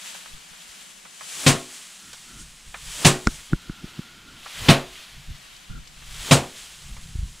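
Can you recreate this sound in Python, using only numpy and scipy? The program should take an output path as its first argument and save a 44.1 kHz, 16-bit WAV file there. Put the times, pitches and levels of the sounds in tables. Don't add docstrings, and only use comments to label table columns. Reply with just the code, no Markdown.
import sys
import numpy as np
from scipy import signal
from scipy.fft import rfft, irfft, next_fast_len
from scipy.io import wavfile
from scipy.ndimage import map_coordinates

SR = 44100
rng = np.random.default_rng(int(sys.argv[2]) if len(sys.argv) > 2 else 0)


def unload_audio(sound):
    columns = np.transpose(np.atleast_2d(sound))
    steps = np.round(np.clip(columns, -1, 1) * 32767)
    wavfile.write(sys.argv[1], SR, steps.astype(np.int16))


N = 326340

# start_s, slap_db, boom_db, body_db, treble_db, spot_hz, ring_db
BLOWS = [(1.4632, -10, -4, 1, -0.5, 270, -29.5), (3.047, -9.5, -3, 2.5, 1.5, 316, -28.5),
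         (4.6842, -8, -1, 3.5, -11, 640, -29), (6.3094, -11, -1.5, 6.5, -0.5, 570, -31)]
# pitch_hz, signed_strength, t60_s
BOOM_MODES = [(107.5, 0.56, 0.12), (139.8, 0.9, 0.2), (168, -1.27, 0.094), (235.2, -0.19, 0.2),
              (261.2, -0.52, 0.14)]
# pitch_hz, level_db, t60_s
RING_MODES = [(252.5, 2.5, 0.41), (299.5, -8.5, 0.55), (367, 8.5, 0.4), (423, 1, 0.41), (494, -2.5, 0.42),
              (549.5, 3, 0.33), (603.5, 4, .22), (674, 4.5, 0.36), (775, 2, 0.29), (856, -3, 0.28),
              (994, 0.5, .27), (1085, 7, 0.31), (1211, 5, 0.238), (1395, -6.5, 0.33), (1414, 3, .24)]
# freq_hz, t60_s
SLAP_DECAY = [(200, 0.28), (700, 0.31), (1500, .27), (3200, 0.22), (6000, 0.18), (12000, 0.16)]

# swing_db, drag_db, hoist_db, hoist_after_s
STROKES = [(-44, -41.5, -50, 0.91), (-35.5, -45, -53, 0.77), (-36, -45, -49.5, 0.86),
           (-33.5, -44, -52, .76), (-35.5, -45, -55.5, 0.61)]
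# attack_s, release_s
SWING_ENVELOPE = (0.19, 0.11)
DRAG_ENVELOPE = (0.12, 0.22)
HOIST_ENVELOPE = (0.32, 0.36)
# time_s, gain_db
TREBLE_RIDE = [(0, 0), (.5, -2), (1.3, 3.5), (2.4, 2.5), (3.35, 2.5), (3.75, -9.5), (4.3, -7), (4.65, -6.5),
               (5.5, -7), (6.3, -1), (7.4, 2.5)]
# peak_s, boost_db, width_s
OVERHEAD_BRUSH = (2.408, 8, .025)
# start_s, level_db
KNOCKS = [(.146, -40.5), (.259, -42), (.532, -46), (1.052, -42.5), (1.209, -36.5), (2.132, -43),
          (2.743, -30.5), (4.46, -34), (6.022, -47), (6.966, -43)]
# start_s, gain_db
SNAPS = [(2.1307, -25.5), (5.5628, -36), (5.8734, -33), (6.819, -33)]

# time_s, push_db, push_width_s, wobble_db, ring_db, click_db
FINGER_BUMPS = [(0.695, -50, 0.0026, -61, -68, -40), (3.2738, -7, 0.0031, -12, -3, -9),
                (3.5347, -11, 0.0049, -8.5, -17.5, -58), (3.699, -22.5, 0.0061, -23, -33, -67),
                (3.844, -29, 0.0053, -25.5, -53, -66), (3.994, -36, 0.0092, -23, -39, -66),
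                (7.156, -16.5, 0.0024, -34.5, -65, -70), (7.191, -12.5, 0.0024, -57, -65, -70),
                (7.232, -16, 0.0026, -64, -69, -75)]
# start_s, end_s, level_db
FINGER_RUBS = [(2.011, 2.112, -57.5), (2.244, 2.44, -56.5), (3.52, 4.47, -56), (5.692, 5.798, -54)]
# peak_s, rumble_db, length_s
GRIP_SHIFTS = [(0.34, -47.5, 0.041), (.52, -51, 0.019), (2.425, -42, 0.051), (2.687, -43, 0.031),
               (2.863, -48, 0.11), (3.328, -42, 0.065), (4.62, -31.5, .04), (5.182, -44, 0.053),
               (5.301, -32, .03), (5.709, -30.5, 0.016), (5.767, -41.5, 0.05), (6.13, -42.5, 0.16),
               (6.882, -38, 0.092), (7.01, -41.5, 0.14), (7.22, -35.5, 0.066)]

# freq_hz, density_db
SLAP_SPECTRUM = [(25, -16), (65, -24), (140, -14), (280, -16), (360, -23.5), (650, -19), (900, -23),
                 (1700, -20.5), (2800, -17), (5200, -21.5), (8200, -21.5), (10000, -28.5), (11800, -36.5),
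                 (15400, -43.5)]
STRAW_SPECTRUM = [(240, -46), (400, -14.5), (749, -6.5), (808, -7.5), (1260, -3.5), (1440, -3), (2700, 0),
                  (3100, 2.5), (5460, -5), (7880, -4.5), (9050, -9.5), (10100, -7), (11200, -17),
                  (13700, -15), (15400, -26)]
KNOCK_SPECTRUM = [(210, -42), (350, -26), (498, -3.5), (823, -1.5), (1100, 2), (1360, 1.5), (2370, -1),
                  (2690, -6.5), (4500, -17), (5850, -41), (9900, -120)]
RUMBLE_SPECTRUM = [(22, 4), (50, 5.5), (85, -7.5), (150, -2.5), (260, -27), (420, -34.5), (650, -68)]
SCUFF_SPECTRUM = [(60, -3), (200, 3), (370, -5), (520, -18), (900, -24), (2000, -70)]
AIR_SPECTRUM = [(18, -12), (30, 9), (92, -16), (177, 11), (284, 1.5), (517, -5), (2980, 1), (7830, -5.5),
                (11300, -20), (13600, -18), (15400, -33)]

# freq_hz, gain_db
SIDE_WIDTH = [(100, -11), (700, 1.5), (2400, -8.5), (4400, -14.5), (8000, -3), (12500, -7)]
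# freq_hz, share
LEFT_LEAN = [(100, 0.023), (700, 0.1), (3000, 0.039), (8000, 0.22), (12500, 0.46)]
# start_s, end_s
WIDE_SPELLS = [(0, 1.28), (5.45, 5.93)]


def threshing(whoosh_db=-24, whoosh_s=0.039):
    out, t = np.zeros((2, N)), np.arange(SR // 2) / SR
    whoosh_spectrum = [(40, -30), (130, -2), (400, -3.5), (1300, -8.5), (3000, -17), (8000, -26)]
    for start, slap_db, boom_db, body_db, treble_db, spot_hz, ring_db in BLOWS:
        wood = amp(boom_db) * board_boom(t) + amp(ring_db) * board_ring(t, spot_hz)
        add(out, start, wood + amp(slap_db) * straw_slap(t, body_db, treble_db))
        whoosh = noise((2, len(t)), whoosh_spectrum) * np.exp(-t[::-1] / whoosh_s)
        add(out, start - t[-1], amp(slap_db + whoosh_db) * whoosh)
    return out


def straw_slap(t, body_db, treble_db, rise_s=0.0015):
    tint = [(900, body_db), (1800, 0.061), (3800, 0.013), (7500, treble_db), (12000, treble_db / 3)]
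    hail = coloured(crackle(len(t), per_s=5000, hiss=2.1), SLAP_SPECTRUM)
    hz, age_s, bands = signal.stft(equalised(hail, tint), SR, nperseg=256)
    landing_s = along([(500, .012), (3500, .009), (8000, .024)], hz)[:, None]
    since_landing = age_s - landing_s
    swell_db_per_s = along([(4000, 14), (8000, 242)], hz)[:, None]
    build = amp(np.minimum(since_landing, 0) * swell_db_per_s)
    fade = decay(np.maximum(since_landing, 0), along(SLAP_DECAY, hz)[:, None])
    clatter = signal.istft(bands * fade * build, SR, nperseg=256)[1][:, :len(t)]
    return clatter * (1 - np.exp(-t / rise_s))


def board_boom(t, rise_s=0.0095):
    modes = sum(strength * np.sin(2 * np.pi * hz * t) * decay(t, t60) for hz, strength, t60 in BOOM_MODES)
    return modes * (1 - np.exp(-t / rise_s))


def board_ring(t, spot_hz, spot_db=5, rise_s=0.0072):
    ring = 0
    for hz, level_db, t60 in RING_MODES:
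        favour_db = spot_db * np.exp(-(np.log(hz / spot_hz) / 0.16) ** 2)
        tone = np.sin(2 * np.pi * (hz * t + rng.random((2, 1))))
        ring += amp(level_db + favour_db) * decay(t, t60) * tone
    return ring * (1 - np.exp(-t / rise_s))


def straw_rustle(gain_db=2, flutter_db=0.44, grain_db=-19, treble_db=4, fizz_db=2, brightening=0.033):
    contacts = crackle(N, per_s=1600, hiss=2.6) + amp(grain_db) * crackle(N, per_s=53, hiss=0)
    straw = coloured(contacts, STRAW_SPECTRUM)
    treble = filtered(straw, lambda hz: 1 / (1 + (5600 / (hz + 1)) ** 6))
    fizz = filtered(treble, lambda hz: 1 / (1 + (10500 / (hz + 100)) ** 20))
    brush_s, brush_db, width_s = OVERHEAD_BRUSH
    crisp_db = np.interp(np.arange(N) / SR, *np.transpose(TREBLE_RIDE))
    crisp_db += brush_db * swell(brush_s, width_s, width_s)
    highs = amp(crisp_db + treble_db) * (treble - fizz) + amp(0.32 * crisp_db + fizz_db) * fizz
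    motion = sheaf_motion()
    gain = motion * amp(gain_db + flutter_db * drift(45))
    return gain * (straw - treble + unit(motion) ** brightening * highs)


def sheaf_motion(held_db=-54, opening_stroke_s=-.21, drag_after_s=.28, hover_before_s=0.37, hover_db=-2):
    power, lull_db = amp(held_db) ** 2, 0
    blow_times = [opening_stroke_s] + [blow[0] for blow in BLOWS]
    for blow_s, (swing_db, drag_db, hoist_db, hoist_after_s) in zip(blow_times, STROKES):
        swing = amp(swing_db) * swell(blow_s, *SWING_ENVELOPE, shape=1.19)
        drag = amp(drag_db) * swell(blow_s + drag_after_s, *DRAG_ENVELOPE, shape=1)
        hoist = amp(hoist_db) * swell(blow_s + hoist_after_s, *HOIST_ENVELOPE)
        power += swing ** 2 + drag ** 2 + hoist ** 2
        lull_db += hover_db * swell(blow_s - hover_before_s, 0.18, 0.18)
    return np.sqrt(power) * amp(lull_db)


def knocks_and_snaps(knock_t60=.085, snap_t60=0.079, snap_trim_db=-11):
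    out, t = np.zeros((2, N)), np.arange(SR // 5) / SR
    for start, level_db in KNOCKS:
        add(out, start, amp(level_db) * noise((2, len(t)), KNOCK_SPECTRUM) * decay(t, knock_t60))
    for start, gain_db in SNAPS:
        crack = noise((2, len(t)), [(800, -16), (4500, 1), (8500, -7), (12000, -20)])
        add(out, start, amp(gain_db + snap_trim_db) * crack * decay(t, snap_t60))
    return out


def finger_bumps(case_hz=1430, wobble_hz=165, wobble_s=0.0024, scuff_s=0.0094, lead_s=0.0024, cut_hz=38):
    click_spectrum = [(300, -35), (1800, 1), (3000, -25), (4200, -7), (4800, 2), (5400, -10),
                      (7800, -2), (10000, -47), (15000, -55)]
    tock_spectrum = [(300, 17), (1000, -13.5), (1600, 7.5), (2300, -53), (6000, -63.5), (12000, -75)]
    thuds, ticks, t = np.zeros(N), np.zeros(N), np.arange(SR // 10) / SR
    from_peak = t - t[-1] / 2
    phase = 2 * np.pi * wobble_hz * from_peak
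    wobble = (np.cos(phase) + amp(-11) * np.cos(2 * phase)) / np.cosh(from_peak / wobble_s)
    ring = np.sin(2 * np.pi * case_hz * t) * decay(t, t60=0.018)
    for time_s, push_db, width_s, wobble_db, ring_db, click_db in FINGER_BUMPS:
        push = np.exp(-(from_peak / width_s) ** 2 / 2)
        scuff = amp(-16) * noise(len(t), SCUFF_SPECTRUM) * np.exp(-np.abs(from_peak) / scuff_s)
        add(thuds, time_s - t[-1] / 2, -amp(push_db) * push - amp(wobble_db) * (wobble + scuff))
        click = noise(len(t), click_spectrum) * decay(t, t60=0.0081)
        tock = amp(-6) * noise(len(t), tock_spectrum) * decay(t, t60=0.04)
        add(ticks, time_s - lead_s, amp(ring_db) * (ring + tock) + amp(click_db) * click)
    ticks = filtered(ticks, lambda hz: 1 / (1 + (hz / 9000) ** 12))
    return ticks + filtered(thuds, lambda hz: hz ** 2 / (hz ** 2 - cut_hz ** 2 - 1.3j * hz * cut_hz))


def hand_on_case(rest_db=-75, tight_db=-59.5, tighten_s=2.1, unsteady_db=2, case_hz=1400, width_hz=190):
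    pressure = np.zeros(N)
    for start, end, level_db in FINGER_RUBS:
        add(pressure, start, amp(level_db) * signal.windows.tukey(round((end - start) * SR), .25))
    hold = amp(np.where(np.arange(N) / SR < tighten_s, rest_db, tight_db))
    shifts = sum(amp(db) * swell(peak, 0.65 * length, length, shape=1.2) for peak, db, length in GRIP_SHIFTS)
    rumble = (hold + shifts) * noise((2, N), RUMBLE_SPECTRUM)
    scuff = amp(1) * pressure * noise((2, N), SCUFF_SPECTRUM)
    friction = rng.standard_normal((2, N))
    resonance = filtered(friction, lambda hz: 1 / (1 + (2 * (hz - case_hz) / width_hz) ** 2))
    return amp(unsteady_db * drift(16)) * (rumble + scuff) + pressure * unit(resonance)


def open_air(level_db=-55):
    return amp(level_db) * noise((2, N), AIR_SPECTRUM)


def microphone_ports(pair, wide_db=1, narrow_db=-31, slope_db_per_s=47):
    mid, diffuse = pair
    side = equalised(diffuse, SIDE_WIDTH) + filtered(mid, lambda hz: along(LEFT_LEAN, hz))
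    top = filtered(side, lambda hz: 1 / (1 + (10300 / (hz + 100)) ** 20))
    t = np.arange(N) / SR
    from_spell_s = np.min([np.abs(t - np.clip(t, start, end)) for start, end in WIDE_SPELLS], axis=0)
    width = amp(np.maximum(wide_db - slope_db_per_s * from_spell_s, narrow_db))
    side = top + width * (side - top)
    return np.array([mid + side, mid - side])


def amp(db):
    return 10 ** (np.asarray(db) / 20)


def unit(x):
    return x / np.sqrt(np.mean(x ** 2) + 1e-20)


def decay(t, t60):
    return amp(-60 * t / t60)


def swell(peak_s, attack_s, release_s, shape=2):
    t = np.arange(N) / SR - peak_s
    return np.exp(-np.minimum(np.abs(t / np.where(t < 0, attack_s, release_s)), 20) ** shape)


def drift(rate):
    return map_coordinates(rng.standard_normal(int(N * rate / SR) + 4), [np.arange(N) * rate / SR])


def along(points, hz):
    freqs, values = np.transpose(points)
    return np.interp(np.log(hz + 1), np.log(freqs + 1), values)


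def filtered(x, response):
    n = x.shape[-1]
    padded = next_fast_len(n + SR // 4)
    return irfft(rfft(x, padded) * response(np.fft.rfftfreq(padded, 1 / SR)), padded)[..., :n]


def equalised(x, curve):
    return filtered(x, lambda hz: amp(along(curve, hz)))


def coloured(x, spectrum):
    return unit(equalised(x, spectrum))


def noise(shape, spectrum):
    return coloured(rng.standard_normal(shape), spectrum)


def crackle(n, per_s, hiss):
    hits = rng.random((2, n)) < per_s / SR
    return unit(unit(hits * rng.standard_normal((2, n))) + hiss * rng.standard_normal((2, n)))


def add(out, start_s, sound):
    i = max(round(start_s * SR), 0)
    out[..., i:i + sound.shape[-1]] += sound[..., :N - i]


def scene():
    air = open_air()
    sheaf = threshing() + straw_rustle() + knocks_and_snaps()
    return microphone_ports(sheaf + hand_on_case() + air) + finger_bumps()


def record(dry, band_limit_hz=15700):
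    saturated = dry / (1 + np.abs(dry) ** 6) ** (1 / 6)
    return filtered(saturated, lambda hz: hz < band_limit_hz)


dry = scene()
out = record(dry)
unload_audio(out)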